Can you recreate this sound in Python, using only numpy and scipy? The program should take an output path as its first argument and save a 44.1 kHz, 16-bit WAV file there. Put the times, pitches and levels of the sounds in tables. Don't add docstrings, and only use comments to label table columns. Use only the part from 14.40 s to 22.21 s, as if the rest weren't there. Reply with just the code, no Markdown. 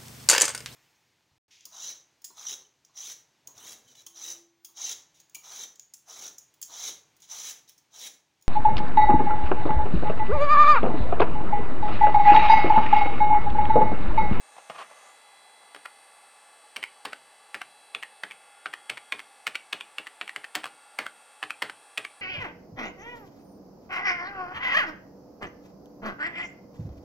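import sys
import numpy as np
from scipy import signal
from scipy.fft import rfft, irfft, next_fast_len
from scipy.io import wavfile
from scipy.ndimage import map_coordinates

SR = 44100
rng = np.random.default_rng(int(sys.argv[2]) if len(sys.argv) > 2 else 0)


def digitize_waveform(pressure):
    field = np.atleast_2d(pressure).T
    bounded = np.clip(field, -1, 1)
    quanta = np.round(bounded * 32767).astype(np.int16)
    wavfile.write(sys.argv[1], SR, quanta)


N = 344421

# t/s, level/dB, cap pitch f/Hz, crack level/dB (relative),
# offset of the lighter contact t/s (negative: before), desk thump level/dB (before its trim)
KEY_PRESSES = [(1.3472, -32, 1370, -13.5, .015, -55), (2.3655, -22, 2200, -12.5, -.0038, -52.5),
               (2.6538, -24.5, 1050, -10, -0.0031, -47.5), (3.1442, -26, 1960, -13.5, .0046, -50),
               (3.5482, -22, 2450, -18.5, 0.00015, -53.5), (3.8345, -22, 1934, -19.5, 0.0023, -53),
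               (4.2583, -22.5, 1700, -21, 0.0068, -55.5), (4.4988, -20.5, 2300, -12, -.003, -49),
               (4.7224, -19.5, 2525, -18, 0.0042, -49), (5.068, -17, 2060, -13.5, 0.0074, -50.5),
               (5.3299, -18.5, 2560, -16, -0.0033, -48.5), (5.5829, -24.5, 2550, -16, 0.0017, -51),
               (5.8121, -23.5, 2335, -19.5, .0042, -53), (5.961, -24, 1940, -15, 0.00069, -53.5),
               (6.1522, -20.5, 1872, -5, 0.005, -43.5), (6.5881, -20, 1600, -13, -0.00078, -43.5),
               (7.0278, -20.5, 1840, -18.5, 0.0082, -50), (7.2233, -17, 2060, -14, -0.0028, -44.5),
               (7.5784, -20, 2520, -11, -0.0037, -48)]
# f/Hz, relative level/dB per Hz
RATTLE_COLOUR = [(100, -45.5), (400, -5), (750, 1.5), (1800, 3.5), (2700, -3), (3600, -7), (4400, -9),
                 (5200, -16), (6500, -20), (8600, -20), (15000, -36)]
PRESS_TONE, RELEASE_TONE = (-5.5, -5, -25), (-5, -6, -18)


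def amp(db):
    return 10 ** (np.asarray(db) / 20)


def unit(x):
    return x / np.sqrt(np.mean(x ** 2) + 1e-20)


def along(points, hz):
    f, v = np.transpose(points)
    return np.interp(np.log(hz + 1), np.log(f + 1), v)


def curve(rows):
    return np.interp(np.arange(N) / SR, *np.transpose(rows))


def wobble(rate):
    knots = rng.standard_normal(int(N * rate / SR) + 4)
    positions = np.arange(0, N + 64, 64) * rate / SR
    return map_coordinates(knots, [positions]).repeat(64)[:N]


def filtered(x, gain):
    m = next_fast_len(N + SR // 2)
    spectrum = rfft(x, m) * gain(np.fft.rfftfreq(m, 1 / SR))
    return irfft(spectrum, m)[..., :N]


def coloured(x, colour):
    n = 2 * len(x)
    gain = amp(along(colour, np.fft.rfftfreq(n, 1 / SR)))
    cepstrum = irfft(np.log(gain))
    cepstrum[1:n // 2] *= 2
    cepstrum[n // 2 + 1:] = 0
    return irfft(rfft(x, n) * np.exp(rfft(cepstrum)))[:len(x)]


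def sized(x, span):
    return x * np.sqrt(span * SR / np.sum(x ** 2))


def burst(t, rise, t60):
    swell = 1 - np.exp(-t / rise)
    return rng.standard_normal(len(t)) * swell * amp(-60 * t / t60)


def ring(t, modes, rise, scatter_db, detune):
    out = np.zeros(len(t))
    for hz, db, t60 in modes:
        phase = 2 * np.pi * (hz * (1 + detune * rng.normal()) * t + rng.random())
        out += amp(db + scatter_db * rng.normal() - 60 * t / t60) * np.sin(phase)
    return out * (1 - np.exp(-(t / rise) ** 2))


def add(track, s, sound):
    part = track[round(s * SR):][:len(sound)]
    part += sound[:len(part)]


def air(air_db=1.5):
    # f/Hz, relative level/dB per Hz
    air_colour = [(60, -30), (120, -20), (260, -11), (370, -8), (450, 0), (700, 1), (1000, 0), (1400, -2),
                  (2300, -7), (4600, -10), (6500, -18), (10500, -17), (12000, -25), (16000, -32)]
    # f/Hz, width f/Hz, boost level/dB
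    housing = [(820.5, 140, 11.5), (1158, 65, 10), (1707, 160, 8.5), (8400, 3300, 9)]
    # t/s, level/dB (before air_db)
    drift = [(0.0, -57.5), (3.55, -59), (7.81, -58.5)]

    def gain(hz):
        peaks_db = sum(db / (1 + (2 * (hz - centre) / width) ** 2) for centre, width, db in housing)
        return amp(along(air_colour, hz) + peaks_db)

    rush = unit(filtered(rng.standard_normal(N), gain))
    return amp(curve(drift) + air_db) * rush


def drive(whine_db=3, fade_db=3, buzz_db=-68, spread_db=7, spin_hz=70.62):
    # f/Hz, level/dB with the camera at the screen, level/dB at the keys (both before whine_db)
    tones = [(1342, -73, -74), (1412, -75, -69), (2013, -68, -76), (2083, -69, -73), (2614, -68, -71),
             (2684, -75, -71), (3284, -79, -73), (3354, -67, -72), (4026, -69, -78), (4517, -76, -79),
             (4695, -76, -79), (7381, -82, -80), (8052, -70, -69), (8400, -78, -77), (8652, -71, -71),
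             (8722, -69, -68), (8792, -80, -76), (9323, -75, -77), (9393, -73, -75), (9463, -73, -73),
             (10134, -81, -77), (10665, -85, -81)]
    t = np.arange(N) / SR
    lowered = curve([(2.2, 0), (4.3, 1)])
    out = np.zeros(N)
    for hz, screen_db, keys_db in tones:
        fading = unit(amp(fade_db * wobble(1.98)))
        level = amp(whine_db + screen_db + (keys_db - screen_db) * lowered) * fading
        phase_drift = .5 * wobble(1.93)
        out += level * np.sin(2 * np.pi * (hz * t + rng.random()) + phase_drift)

    strength = amp(spread_db * np.clip(rng.standard_normal(SR), -1.5, 1.5))
    # f/Hz, relative level/dB
    colour = [(900, -31), (2200, 6), (4600, 1), (6000, 0), (8500, -14), (11500, -2.5), (15000, -18.5)]

    def lines(hz):
        comb = np.exp(-(hz % spin_hz - spin_hz / 2) ** 2)
        return comb * strength[(hz // spin_hz).astype(int)] * amp(along(colour, hz))

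    buzz = unit(filtered(rng.standard_normal(N), lines))
    return out + amp(buzz_db) * buzz


def rub_envelope(attack_s=0.013, t60_s=0.12):
    # t/s, length t/s, level/dB
    rubs = [(0.18, 0.01, -50), (.308, 0.012, -48), (.35, 0.01, -44.5), (.386, 0.035, -39.5),
            (0.497, .035, -54.5), (.57, .13, -57.5)]
    t = np.arange(N) / SR
    out = np.zeros(N)
    for s, length, db in rubs:
        swell = np.clip(1 + (t - s) / attack_s, 0, 1) ** 2
        decay_db = -60 * np.maximum(t - s - length, 0) / t60_s
        out += amp(db + decay_db) * swell
    return out


def handling(swish_db=-0.5, width_hz=650):
    # t/s, level/dB
    knocks = [(.165, -43), (.182, -41), (.298, -30), (.512, -45.5)]
    # f/Hz, relative level/dB per Hz
    knock_colour = [(80, -16), (350, -12), (600, 4.5), (900, 3), (1500, -7), (3000, -11), (5000, -22),
                    (9000, -39), (15000, -40)]
    brush_colour = [(80, -41), (400, -14), (650, -0.5), (950, -4.5), (1130, 4), (1550, -8), (2600, -9.5),
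                    (4500, -21.5), (9000, -32.5), (15000, -50)]
    # t/s, centre f/Hz, level/dB (before swish_db)
    swish = [(0, 6800, -70), (.2, 6540, -64.5), (.45, 6100, -69), (.65, 6600, -63), (.8, 7650, -69),
             (1, 8400, -100)]
    out, t = np.zeros(N), np.arange(8192) / SR
    for s, db in knocks:
        knock = sized(coloured(burst(t, rise=0.00062, t60=0.04), knock_colour), 0.0035)
        add(out, s, amp(db) * knock)

    friction = unit(filtered(rng.standard_normal(N), lambda hz: amp(along(brush_colour, hz))))
    brush = rub_envelope() * friction

    times, centre_hz, level_db = np.transpose(swish)
    band = filtered(rng.standard_normal(N), lambda hz: 1 / (1 + (hz / width_hz) ** 2))
    glide = np.cos(2 * np.pi * np.cumsum(curve(np.c_[times, centre_hz])) / SR)
    hollow = unit(band * glide)
    return out + brush + amp(curve(np.c_[times, level_db]) + swish_db) * hollow


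def contact(s, db, pitch_hz, bright_db, tone, crack_db=-2.0):
    # multiple of its pitch, level/dB, t60/s
    cap_modes = [(.46, -15.5, 0.02), (.72, -6, 0.0074), (1, 2, 0.011), (1.34, -3, 0.0086),
                 (1.95, -29, 0.027)]
    # f/Hz, relative level/dB per Hz
    shell_colour = [(60, -54), (300, -9.5), (700, -11), (1300, 2.5), (2600, 5), (3200, 3.5), (3750, -7),
                    (4400, -8), (5000, -20), (15000, -60.5)]
    crack_colour = [(1500, -14), (4400, 7), (5200, 3), (6800, -2.5), (8500, 4.5), (10300, -3.5),
                    (13500, -10), (14800, -33), (16000, -8)]
    ring_db, shell_db, stem_db = tone
    t = np.arange(2048) / SR
    modes = [(ratio * pitch_hz, level, t60) for ratio, level, t60 in cap_modes]
    cap = sized(ring(t, modes, rise=0.00046, scatter_db=0.5, detune=0.041), 0.0034)
    shell = sized(coloured(burst(t, rise=0.0015, t60=0.01), shell_colour), 0.0018)
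    crack = sized(coloured(burst(t, rise=0.00032, t60=0.013), crack_colour), 0.0031)
    click = amp(ring_db) * cap + amp(shell_db) * shell + amp(crack_db + bright_db) * crack

    rubbing = burst(t, rise=0.00036, t60=0.026)[::-1]
    stem = sized(coloured(rubbing, RATTLE_COLOUR), 0.0019)
    start_s = s - len(t) / SR
    return start_s, amp(db) * np.concatenate([amp(stem_db) * stem, click])


def keycaps(release_crack_db=-16.5, lift_ahead_s=.0068, lift_db=-14.5, lift_ratio=1.1):
    # t/s, level/dB, cap pitch f/Hz, offset of the lighter contact t/s (negative: before)
    releases = [(1.4584, -30, 1350, -0.0032), (2.4378, -23, 2050, -.0094), (2.7305, -27.5, 1440, 0.0024),
                (3.2169, -27, 1634, -0.002), (3.6329, -26.5, 1990, -0.0063), (3.9103, -32.5, 2300, 0.0081),
                (4.3369, -25.5, 1846, 0.0015), (4.5776, -29, 2010, -0.0049), (4.7932, -29.5, 1990, 0.0078),
                (5.1539, -21, 2157, .003), (5.4093, -28.5, 2460, -0.00076), (5.669, -31, 1890, .0048),
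                (5.8933, -27.5, 1920, -.016), (6.0427, -30, 1790, 0.0046), (6.2415, -23, 1720, 0.000041),
                (6.6647, -27, 1500, -0.0001), (7.1053, -24, 1950, 0.00058), (7.297, -28.5, 1490, 0.0014),
                (7.6501, -27.5, 2210, -0.0016)]
    # relative level/dB, pitch ratio, extra crack level/dB
    press_lighter, release_lighter = (-6.5, 0.873, 0.68), (-3.5, 1.028, 1.3)
    out = np.zeros(N)

    def stroke(s, db, hz, crack_db, gap, tone, lighter):
        lighter_db, ratio, extra_db = lighter
        add(out, *contact(s, db, hz, crack_db, tone))
        add(out, *contact(s + gap, db + lighter_db, ratio * hz, crack_db + extra_db, tone))

    for s, db, hz, crack_db, gap, _ in KEY_PRESSES:
        stroke(s, db, hz, crack_db, gap, PRESS_TONE, press_lighter)
    for s, db, hz, gap in releases:
        stroke(s, db, hz, release_crack_db, gap, RELEASE_TONE, release_lighter)
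        add(out, *contact(s - lift_ahead_s, db + lift_db, lift_ratio * hz, release_crack_db, RELEASE_TONE))
    return out


def keyboard_body(thump_db=-1.5, rattle_db=-50.5, usual_db=-50, rattle_grows=1.58):
    # f/Hz, level/dB, t60/s
    desk_modes = [(108, -14, .16), (126, -11, .16), (167, -14, .15), (205, -10, .13), (244, -8, .12),
                  (298, -1, .13), (325, -4, .11), (392, -4, .1), (418, 2, .12), (475, -1, .1),
                  (545, 0, .08), (625, 2, .09), (740, 2, .07)]
    out, t = np.zeros(N), np.arange(16384) / SR
    for s, *_, desk_db in KEY_PRESSES:
        desk = sized(ring(t, desk_modes, rise=0.0094, scatter_db=2.5, detune=0.014), 0.028)
        loose = sized(coloured(burst(t, rise=0.0011, t60=0.2), RATTLE_COLOUR), 0.072)
        loose_db = rattle_db + rattle_grows * (desk_db - usual_db)
        add(out, s, amp(desk_db + thump_db) * desk + amp(loose_db) * loose)
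    return out


def room(x):
    # f/Hz, t60/s
    decay = [(150, 0.72), (1000, 0.18), (3000, 0.25), (10000, 0.17)]
    out = np.zeros(N)
    edges = [0] + [round((row[0] - .03) * SR) for row in KEY_PRESSES] + [N]
    for a, b in zip(edges, edges[1:]):
        hz, t, z = signal.stft(rng.standard_normal(SR // 2), SR, nperseg=256)
        faded = z * amp(-60 * t / along(decay, hz)[:, None])
        tail = signal.istft(faded, SR, nperseg=256)[1]
        near = burst(np.arange(len(tail)) / SR, rise=0.0018, t60=0.061)
        answer = amp(-12.5) * tail / np.linalg.norm(tail) + amp(-14.0) * near / np.linalg.norm(near)
        add(out, a / SR + .002, signal.fftconvolve(x[a:b], answer))
    return out


def space_bar(s=6.1527, ping_db=-38, knock_crack_db=-11):
    # f/Hz, level/dB, t60/s
    wire_modes = [(11000, -7, .015), (14680, 0, .02), (14980, -2, .02)]
    out, t = np.zeros(N), np.arange(4096) / SR
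    touch_ahead_s, touch_db, touch_hz = 0.0047, -36, 1290
    add(out, *contact(s - touch_ahead_s, touch_db, touch_hz, knock_crack_db, PRESS_TONE))
    ping = sized(ring(t, wire_modes, rise=.0003, scatter_db=3, detune=0.0024), 0.0023)
    add(out, s, amp(ping_db) * ping)

    first_s, first_db, pitch_hz = 6.256, -29, 1180
    gap_s, loss_db = 0.0092, 5.5
    for k in range(3):
        knock_db = first_db - k * loss_db
        add(out, *contact(first_s + k * gap_s, knock_db, pitch_hz, knock_crack_db, RELEASE_TONE))
    return out


def scene():
    typing = keycaps() + space_bar() + keyboard_body() + handling()
    mid = typing + room(typing) + air() + drive()
    # f/Hz, level/dB
    spread = [(1400, -27), (3000, -23), (5000, -18), (9000, -22)]
    side = filtered(mid, lambda hz: 1j * amp(along(spread, hz)))
    return np.array([mid + side, mid - side])


def record(dry, low_cut_hz=135, top_hz=16000, hiss_db=-86, rumble_db=-106):
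    low_cut = signal.butter(5, low_cut_hz, "highpass", fs=SR, output="sos")
    hiss = amp(hiss_db) * rng.standard_normal((2, N))
    low_noise = filtered(rng.standard_normal((2, N)), lambda hz: 1 / (1 + (hz / 50) ** 2))
    rumble = amp(rumble_db) * unit(low_noise)
    return filtered(signal.sosfilt(low_cut, dry) + hiss + rumble, lambda hz: hz < top_hz)


dry = scene()
out = record(dry)
digitize_waveform(out)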